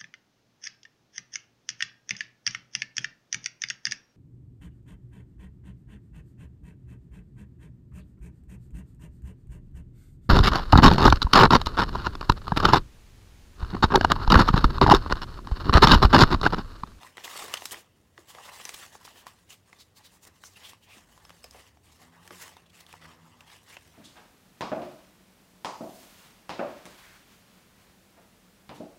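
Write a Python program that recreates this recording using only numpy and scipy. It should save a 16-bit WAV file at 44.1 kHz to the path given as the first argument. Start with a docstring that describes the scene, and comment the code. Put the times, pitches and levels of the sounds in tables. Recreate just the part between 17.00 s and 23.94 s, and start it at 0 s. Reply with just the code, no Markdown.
"""Paper banknotes are peeled off a stack and sorted by hand, close up, over a desk in a small room.
From the start the notes slide over each other, creases snap and edges flick past the thumb; soon the
bent bundle springs back with the first of several hollow flops. Around four seconds in, a far engine
pulls away as a faint rising drone, and bracelet beads clink as the wrist turns.
The drone settles while the sorting goes on to the end."""
import sys
import numpy as np
from scipy import signal
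from scipy.fft import rfft, irfft, next_fast_len
from scipy.io import wavfile
from scipy.ndimage import map_coordinates

SR = 44100
rng = np.random.default_rng(int(sys.argv[2]) if len(sys.argv) > 2 else 0)


def file_out(sig):
    """Save sig as 16-bit WAV at sys.argv[1]."""
    # one column per channel
    cols = np.atleast_2d(sig).T
    # limit, then scale
    lim = np.clip(cols, -1, 1)
    pcm = np.round(lim * 32767).astype(np.int16)
    wavfile.write(sys.argv[1], SR, pcm)


N = 306009

# The paper's three colours: low flutter of the sheet, rasp of its surface, hiss of its fibres.
# Each row: frequency in Hz, relative level in dB.
SHEET_FLUTTER = [(60, -30), (180, -12.5), (290, -10), (420, -3), (600, -3), (1150, 0.5), (1420, -5),
                 (2000, -7), (4000, -75.5)]
SURFACE_RASP = [(600, -26.5), (1100, -11), (1600, -3), (2300, 0.5), (3200, 3), (4200, -6.5), (5500, -5),
                (10000, -38.5)]
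FIBRE_HISS = [(2000, -24), (3800, -3), (5000, -3.5), (7200, -3.5), (9500, -8), (12000, -11), (16000, -14.5)]
PAPER_COLOURS = (SHEET_FLUTTER, SURFACE_RASP, FIBRE_HISS)


def amp(db):
    """Decibels to gain."""
    return 10 ** (np.asarray(db) / 20)


def unit(x):
    """x at rms 1."""
    return x / np.sqrt(np.mean(x ** 2) + 1e-20)


def along(points, hz):
    """(Hz, value) points read on a log frequency axis."""
    freqs, values = np.transpose(points)
    return np.interp(np.log(hz + 1), np.log(freqs + 1), values)


def wobble(rate):
    """A smooth random curve, rate knots a second."""
    return map_coordinates(rng.standard_normal(int(N * rate / SR) + 4), [np.arange(N) * rate / SR])


def coloured(x, spectrum, size=4096):
    """x through a minimum-phase EQ drawn by (Hz, dB) points."""
    cepstrum = irfft(np.log(amp(along(spectrum, np.fft.rfftfreq(size, 1 / SR)))))
    cepstrum[1:size // 2] *= 2
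    cepstrum[size // 2 + 1:] = 0
    return signal.fftconvolve(x, irfft(np.exp(rfft(cepstrum))))[:len(x)]


def ringing(t, hz, t60):
    """A damped resonance with a soft start."""
    return np.sin(2 * np.pi * (hz * t + rng.random())) * amp(-60 * t / t60) * (1 - np.exp(-t / 0.00019))


def room_air():
    """The steady air of the room: a quiet, bass-heavy bed of noise."""
    # Room tone. Each row: frequency in Hz, relative level in dB.
    air_colour = [(20, -46), (40, -10), (60, -5.5), (80, -1), (96, 3), (125, -6), (200, -6.5), (300, -11),
                  (500, -13.5), (800, -20.5), (2000, -27.5), (5000, -31), (16000, -36.5)]
    return amp(-65) * unit(coloured(rng.standard_normal(N), air_colour))


def friction(rate, spread_db, smooth):
    """Tiny slips of unequal size, rate a second, over a bed of smooth noise."""
    size = amp(spread_db * np.minimum(rng.exponential(size=N), 4))
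    slips = (rng.random(N) < rate / SR) * size * np.sign(rng.standard_normal(N))
    return unit(unit(slips) + smooth * rng.standard_normal(N))


def crinkles(rate, spread_db, t60):
    """Small creases give way at random, rate a second, in little pops of unequal size."""
    starts = (rng.random(N) < rate / SR) * amp(spread_db * rng.uniform(-0.77, 1, N))
    decay = amp(-60 * np.arange(SR // 50) / SR / t60)
    return unit(signal.fftconvolve(starts, decay)[:N] * rng.standard_normal(N))


def stroke_gains():
    """Envelopes of flutter, rasp and hiss: each stroke gathers speed, holds it and runs out."""
    # One note drawn over another. Each row: start in seconds, length in seconds, relative level in dB,
    # extra flutter of a loose sheet in dB, extra hiss of a fast one in dB.
    strokes = [(0, 0.077, -56, 0, -1), (0.173, 0.026, -52.5, -3.5, -5.5), (0.235, 0.3, -49.5, -0.5, -0.5),
               (0.286, 0.017, -47.5, -2.5, 1), (0.356, 0.069, -46.5, 1.5, 1.5),
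               (0.514, 0.065, -54, 4.5, 1.5), (0.593, 0.093, -54.5, -4.5, 5),
               (.707, 0.038, -47.5, -1, -4.5), (0.94, 0.064, -77, -7, -5), (1.173, 0.022, -63.5, 4, 3),
               (1.267, 0.042, -58.5, -1, 1.5), (1.337, 0.16, -56.5, 2.5, -1.5),
               (1.413, 0.028, -54, -16, -4.5), (1.51, 0.35, -53.5, -1.5, 2), (1.916, .022, -54.5, -2.5, 0),
               (1.997, 0.11, -59, -2, 0.5), (2.138, 0.093, -65.5, 5.5, -1), (2.26, 0.02, -54.5, 1, -0.5),
               (2.376, 0.021, -66.5, -12, 0.5), (2.479, 0.031, -59, -6, 2), (2.665, 0.16, -69, -0.5, 2),
               (2.95, 0.15, -67.5, -2.5, -3), (3.1, .06, -69, 1, -0.5), (3.241, 0.045, -68.5, 7, -2),
               (3.34, .025, -69.5, 2, 6), (3.4, .03, -73.5, 4, 9), (3.425, 0.11, -66.5, -1, 4.5),
               (3.552, .15, -55, -6, -4), (3.868, 0.033, -64, 1, -9), (3.925, 0.064, -60.5, 1.5, 1.5),
               (4.072, 0.35, -68.5, 3, 3.5), (4.435, .25, -65, -1, -0.5), (4.514, 0.041, -61, 2, 0),
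               (4.579, 0.027, -57.5, -1, -3), (4.83, 0.18, -67, 0, 1.5), (5.002, 0.026, -63, 9.5, 2.5),
               (5.032, 0.024, -66, 4, -1), (5.105, 0.13, -69, 5.5, 1.5), (5.232, 0.047, -62.5, 1, 2),
               (5.294, 0.2, -57.5, -0.5, 2), (5.39, 0.074, -57.5, 1, -7), (5.51, 0.093, -64.5, -1, -3.5),
               (5.731, 0.078, -58, -4.5, -2.5), (5.867, 0.095, -61, 0, -1), (5.999, .115, -57.5, 0, -6),
               (6.127, 0.31, -68.5, 6.5, -2), (6.463, .1, -57.5, -2.5, -2), (6.612, .02, -69.5, 3.5, 4),
               (6.667, 0.077, -56, -3.5, -3.5), (6.777, 0.14, -63.5, -2.5, -1.5)]
    attack_s, rise_db_per_s, fade_db_per_s = 0.019, 520, 212
    t = np.arange(N) / SR
    power = np.full((3, N), amp(-78) ** 2)  # between strokes the held notes still stir
    for start, length, db, flutter_db, hiss_db in strokes:
        near = (t > start - .5) & (t < start + length + .5)
        age = t[near] - start
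        rise_db = -rise_db_per_s * np.maximum(attack_s - age, 0)
        fade_db = -fade_db_per_s * np.maximum(age - length, 0)
        power[:, near] += (amp([[db + flutter_db], [db], [db + hiss_db]]) * amp(rise_db + fade_db)) ** 2
    return np.sqrt(power)


def desk_reflection(x, share, dull_hz):
    """x plus its duller bounce off the desk: a soft comb that moves as the hands rise and sink."""
    lag_ms = 1.103 + 0.057 * wobble(1)
    echo = signal.sosfiltfilt(signal.butter(1, dull_hz, fs=SR, output="sos"), x)
    return x + share * map_coordinates(echo, [np.arange(N) - lag_ms * SR / 1000], order=3)


def flexing(x, depth_db, width_hz, life_s):
    """The flexing sheet's resonances come and go: patches of gain in frequency and time."""
    spectra = signal.stft(x, nperseg=512)[2]
    patches = rng.standard_normal(spectra.shape)
    for axis, span in enumerate((width_hz * 512 / SR, life_s * SR / 256)):
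        kernel = np.exp(-.5 * (np.arange(-16, 17) / span) ** 2)
        patches = signal.fftconvolve(patches, np.expand_dims(kernel, 1 - axis), "same", axes=axis)
    return unit(signal.istft(spectra * amp(depth_db * unit(patches)), nperseg=512)[1][:N])


def sliding():
    """Note slides on note: shared slips and crinkles shake sheet, surface and fibres."""
    slips = friction(rate=1800, spread_db=1.0, smooth=0.84)
    pops = amp(-10) * crinkles(rate=110, spread_db=5, t60=.004)
    grip_db = wobble(70) + 1.2 * wobble(220)  # the grip tightens and loosens quickly
    out = np.zeros(N)
    for gain, colour, trim_db in zip(stroke_gains(), PAPER_COLOURS, (-.6, -.9, -.4)):
        own_slips = friction(rate=800, spread_db=1.5, smooth=1.0)
        band = coloured(unit(slips + 1.19 * own_slips) + pops, colour)
        band = desk_reflection(band, share=0.22, dull_hz=4420)
        band = flexing(band, depth_db=2.6, width_hz=150, life_s=.01)
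        out += band * gain * amp(trim_db + grip_db + 0.89 * wobble(40))
    return out


def crease_snaps():
    """A crease gives way in a few milliseconds; the taut paper rings and the sheet shivers briefly."""
    # Creases buckling and edges tapping. Each row: start in seconds, relative level in dB,
    # brightness in dB, ring of the taut paper in Hz, ring boost in dB.
    snaps = [(.0317, -54, -6, 3720, -2), (0.1704, -49, -0.5, 1950, 0), (.18, -51, -9, 1980, 6),
             (0.2443, -56, 7, 2980, 15), (0.2779, -53.5, -9, 1970, 12.5), (.3566, -58.5, -19.5, 2870, 7),
             (.424, -58, 0, 1190, 17.5), (.539, -32.5, 2, 2980, 2.5), (0.6207, -49.5, -9.5, 2820, 4),
             (0.6551, -39.5, 5, 5370, -2), (0.71, -58, 9, 3100, 14), (0.744, -57.5, 0, 1930, 16.5),
             (1.1776, -55, -7, 1900, 1.5), (1.3485, -52, -4.5, 1170, -0.5), (1.385, -58, -7, 1170, 13),
             (1.491, -58.5, -8, 2030, 10), (1.599, -55.5, -11, 7360, 2), (1.6523, -43.5, 3, 6060, 7.5),
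             (1.6918, -42, 3, 6300, -1), (1.743, -49.5, 1, 5850, -8), (1.9523, -67, -21, 860, 19),
             (2.0498, -56.5, -6.5, 5800, 2), (2.0774, -63.5, -15, 1310, 14.5),
             (2.2676, -51, 1.5, 1020, 10.5), (2.5048, -62, -3, 2860, 14.5), (2.7291, -59.5, -5.5, 2060, 10),
             (3.2508, -59.5, 3.5, 7300, -2), (3.4374, -53.5, -1.5, 1470, 5.5), (3.733, -59, -2, 965, 8),
             (4.177, -67, 3, 1010, 13.5), (4.2503, -57.5, -3, 5180, 2.5), (4.2942, -59.5, 3.5, 1220, 5),
             (4.304, -54, -3.5, 990, 4.5), (4.4418, -51.5, 3.5, 2520, 4), (4.5097, -63.5, 8, 5100, 9),
             (4.7714, -69.5, -5, 770, 9), (5.2765, -54.5, 2.5, 1780, 3), (5.307, -51.5, -8, 1040, 5),
             (5.5679, -59, -3, 940, 9), (5.8652, -62, 3, 3460, 6), (5.927, -56, 2, 2470, 3),
             (5.939, -61.5, -13, 935, 15.5), (6.0247, -73, 1, 1910, 19), (6.0537, -64.5, -2, 1980, 13),
             (6.4069, -57.5, 0.5, 2680, 4), (6.7679, -51, -5, 2634, 6.5)]

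    def sized(pop, db):
        """pop with the energy of 8 ms of sound at db."""
        return amp(db) * pop * np.sqrt(.008 * SR / np.sum(pop ** 2))

    t, out = np.arange(SR // 12) / SR, np.zeros(N + SR)
    attack = 1 - np.exp(-t / 0.00079)
    shiver = amp(-24 - 60 * t / .06)
    for start, db, bright_db, ring_hz, ring_db in snaps:
        snap = sized(ringing(t, ring_hz, t60=0.013), db + ring_db - 1.5)
        # A bright snap trades the low flap of the sheet for the tick of its fibres.
        tilts_db = (-.9 * bright_db - 1.3, 0, 1.44 * bright_db - 2.5)
        for tilt_db, colour, t60 in zip(tilts_db, PAPER_COLOURS, (.014, .0085, .0065)):
            burst = rng.standard_normal(len(t)) * (amp(-60 * t / t60) + shiver) * attack
            snap += sized(coloured(burst, colour), db + tilt_db)
        out[round(start * SR):][:len(t)] += snap
    return out[:N]


def edge_flicks():
    """An edge dragged over its neighbour hisses briefly and rings one broad resonance of the held sheet."""
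    # Flicking edges. Each row: centre in seconds, half length in seconds, relative ring level in dB,
    # resonance in Hz, relative hiss level in dB.
    flicks = [(0.25, 0.0084, -40, 3100, -41), (.5745, 0.0029, -34.5, 3000, -49),
              (0.723, 0.006, -39.5, 9300, -33.5), (0.792, .022, -60, 3020, -52.5),
              (1.299, 0.012, -64, 3000, -49.5), (1.458, 0.011, -51, 3500, -52),
              (1.744, 0.0043, -41, 3360, -39.5), (1.832, 0.0084, -43, 1420, -61),
              (2.056, 0.0074, -50, 4760, -47.5), (2.186, 0.025, -56.5, 2960, -54.5),
              (2.506, 0.0066, -49, 6600, -73), (2.529, .014, -53, 3000, -51), (2.81, 0.014, -51, 4320, -58),
              (2.977, 0.012, -55.5, 4300, -54.5), (3.06, 0.013, -53, 4050, -54.5),
              (3.145, .022, -68, 9000, -59), (3.239, .012, -57, 7140, -53),
              (3.275, 0.0052, -68, 4330, -48.5), (3.461, 0.016, -49, 6100, -55),
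              (3.658, 0.016, -47.5, 3340, -52.5), (3.698, 0.0089, -51, 3300, -49),
              (3.84, 0.014, -60, 2880, -61), (3.923, .028, -52.5, 2600, -61),
              (5.424, 0.011, -46.5, 1710, -42), (5.666, .005, -61, 3360, -75),
              (5.702, .004, -57, 3270, -63), (5.808, 0.0031, -53, 4370, -49),
              (6.734, 0.021, -55.5, 2027, -70)]
    t, out = np.arange(N) / SR, np.zeros(N)
    edge_colour = [(200, 2), (900, 5), (3000, 3.5), (7000, 7), (10000, 2.5), (16000, 2.5)]
    hiss = unit(coloured(rng.standard_normal(N), edge_colour))
    for centre, half, ring_db, hz, hiss_db in flicks:
        near = np.abs(t - centre) < half * 3
        ring = unit(signal.lfilter(*signal.iirpeak(hz, Q=4.2, fs=SR), rng.standard_normal(near.sum())))
        contact = np.exp(-.5 * ((t[near] - centre) / half) ** 2)
        out[near] += contact * (amp(ring_db - 2) * ring + amp(hiss_db - 2.5) * hiss[near])
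    return out


def bundle_flops():
    """The bent bundle springs back and pushes a puff of air through the hollow of the hands."""
    # Hollow puffs. Each row: start in seconds, resonance in Hz, relative level in dB, t60 in seconds.
    flops = [(.738, 420, -44.5, 0.14), (.778, 500, -50, 0.11), (1.18, 474, -46, 0.058),
             (3.268, 330, -54, 0.12), (3.965, 264, -51.5, 0.14), (4.442, 560, -43, 0.066),
             (4.545, 613, -44, 0.24), (5.308, 418, -42.5, 0.13)]
    t, out = np.arange(SR // 8) / SR, np.zeros(N + SR)
    for start, hz, db, t60 in flops:
        hollow = signal.butter(2, [hz / 1.4, hz * 1.25], "bandpass", fs=SR, output="sos")
        puff = signal.sosfilt(hollow, rng.standard_normal(len(t)) * amp(-60 * t / t60))
        out[round(start * SR):][:len(t)] += amp(db + 0.5) * puff / np.abs(puff).max()
    return out[:N]


def far_engine():
    """A wavering engine drone whose four harmonics swell as they cross the room's bass resonances."""
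    # The engine pulling away. Each row: time in seconds, pitch in Hz, relative level in dB.
    pull_away = [(0, 45.1, -97), (3.9, 45.04, -71), (4.3, 56.24, -71), (4.9, 76.2, -67),
                 (5.22, 85.36, -65.5), (5.42, 90.6, -63), (5.9, 84.9, -76.5), (6.07, 82.7, -60.5),
                 (6.35, 81, -68), (6.6, 80.7, -81), (6.94, 79.5, -66)]
    # The room's bass resonances. Each row: frequency in Hz, gain in dB.
    boom = [(40, -16), (62, 4), (85, -8), (130, -17), (155, -6), (170, 6.5), (190, -11), (222, -18),
            (244, -2), (265, -11), (400, -11)]
    t = np.arange(N) / SR
    times, pitches, levels = np.transpose(pull_away)
    pitch_hz, level_db = np.interp(t, times, pitches), np.interp(t, times, levels)
    waver = 1 + .022 * wobble(20)
    phase = 2 * np.pi * np.cumsum(pitch_hz * waver) / SR
    drone = sum(amp(along(boom, k * pitch_hz) + 3 * wobble(14)) * np.sin(k * phase) for k in range(1, 5))
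    return amp(level_db + 2.2) * drone


def bracelet():
    """Small metal beads clink faintly in pairs as the wrist turns, each tuned a little differently."""
    # Beads touching. Each row: start in seconds, relative level in dB.
    clinks = [(4.2503, -63), (4.432, -55), (4.4415, -49), (4.5098, -61)]
    # A bead's partials. Each row: frequency in Hz, relative level in dB, t60 in seconds.
    partials = [(5200, -3, 0.069), (5310, -3, 0.046), (8130, -2, 0.022)]
    t, out = np.arange(SR // 6) / SR, np.zeros(N + SR)
    for start, db in clinks:
        for hz, partial_db, t60 in partials:
            pair = sum(ringing(t, hz * rng.normal(1, .025), t60) for _ in range(2))
            out[round(start * SR):][:len(t)] += amp(db + partial_db + 2) * pair
    return out[:N]


def room_reverb(x):
    """The walls' soft answer, 5 ms late, with the top end dying first."""
    # The small room's decay. 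Each row: frequency in Hz, t60 in seconds.
    decay_times = [(200, 0.31), (1500, 0.13), (5000, 0.18), (15000, 0.066)]
    hz, t, spectra = signal.stft(rng.standard_normal(SR // 2), SR, nperseg=256)
    decay = amp(-60 * t / along(decay_times, hz)[:, None])
    tail = signal.istft(spectra * decay, SR, nperseg=256)[1]
    delayed = np.pad(x, SR // 200)[:N]
    return signal.fftconvolve(delayed, tail / np.linalg.norm(tail))[:N]


def scene():
    """Notes and bracelet up close with a touch of room, engine and air behind, in mono."""
    hands = sliding() + edge_flicks() + crease_snaps() + bundle_flops() + bracelet()
    return (hands + amp(-16) * room_reverb(hands) + far_engine() + room_air())[None]


def record(dry):
    """A brick-wall low-pass takes off the very top."""
    top_hz = 16200
    size = next_fast_len(N + SR // 2)
    passband = np.fft.rfftfreq(size, 1 / SR) < top_hz
    return irfft(rfft(dry, size) * passband, size)[..., :N]


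dry = scene()
out = record(dry)
file_out(out)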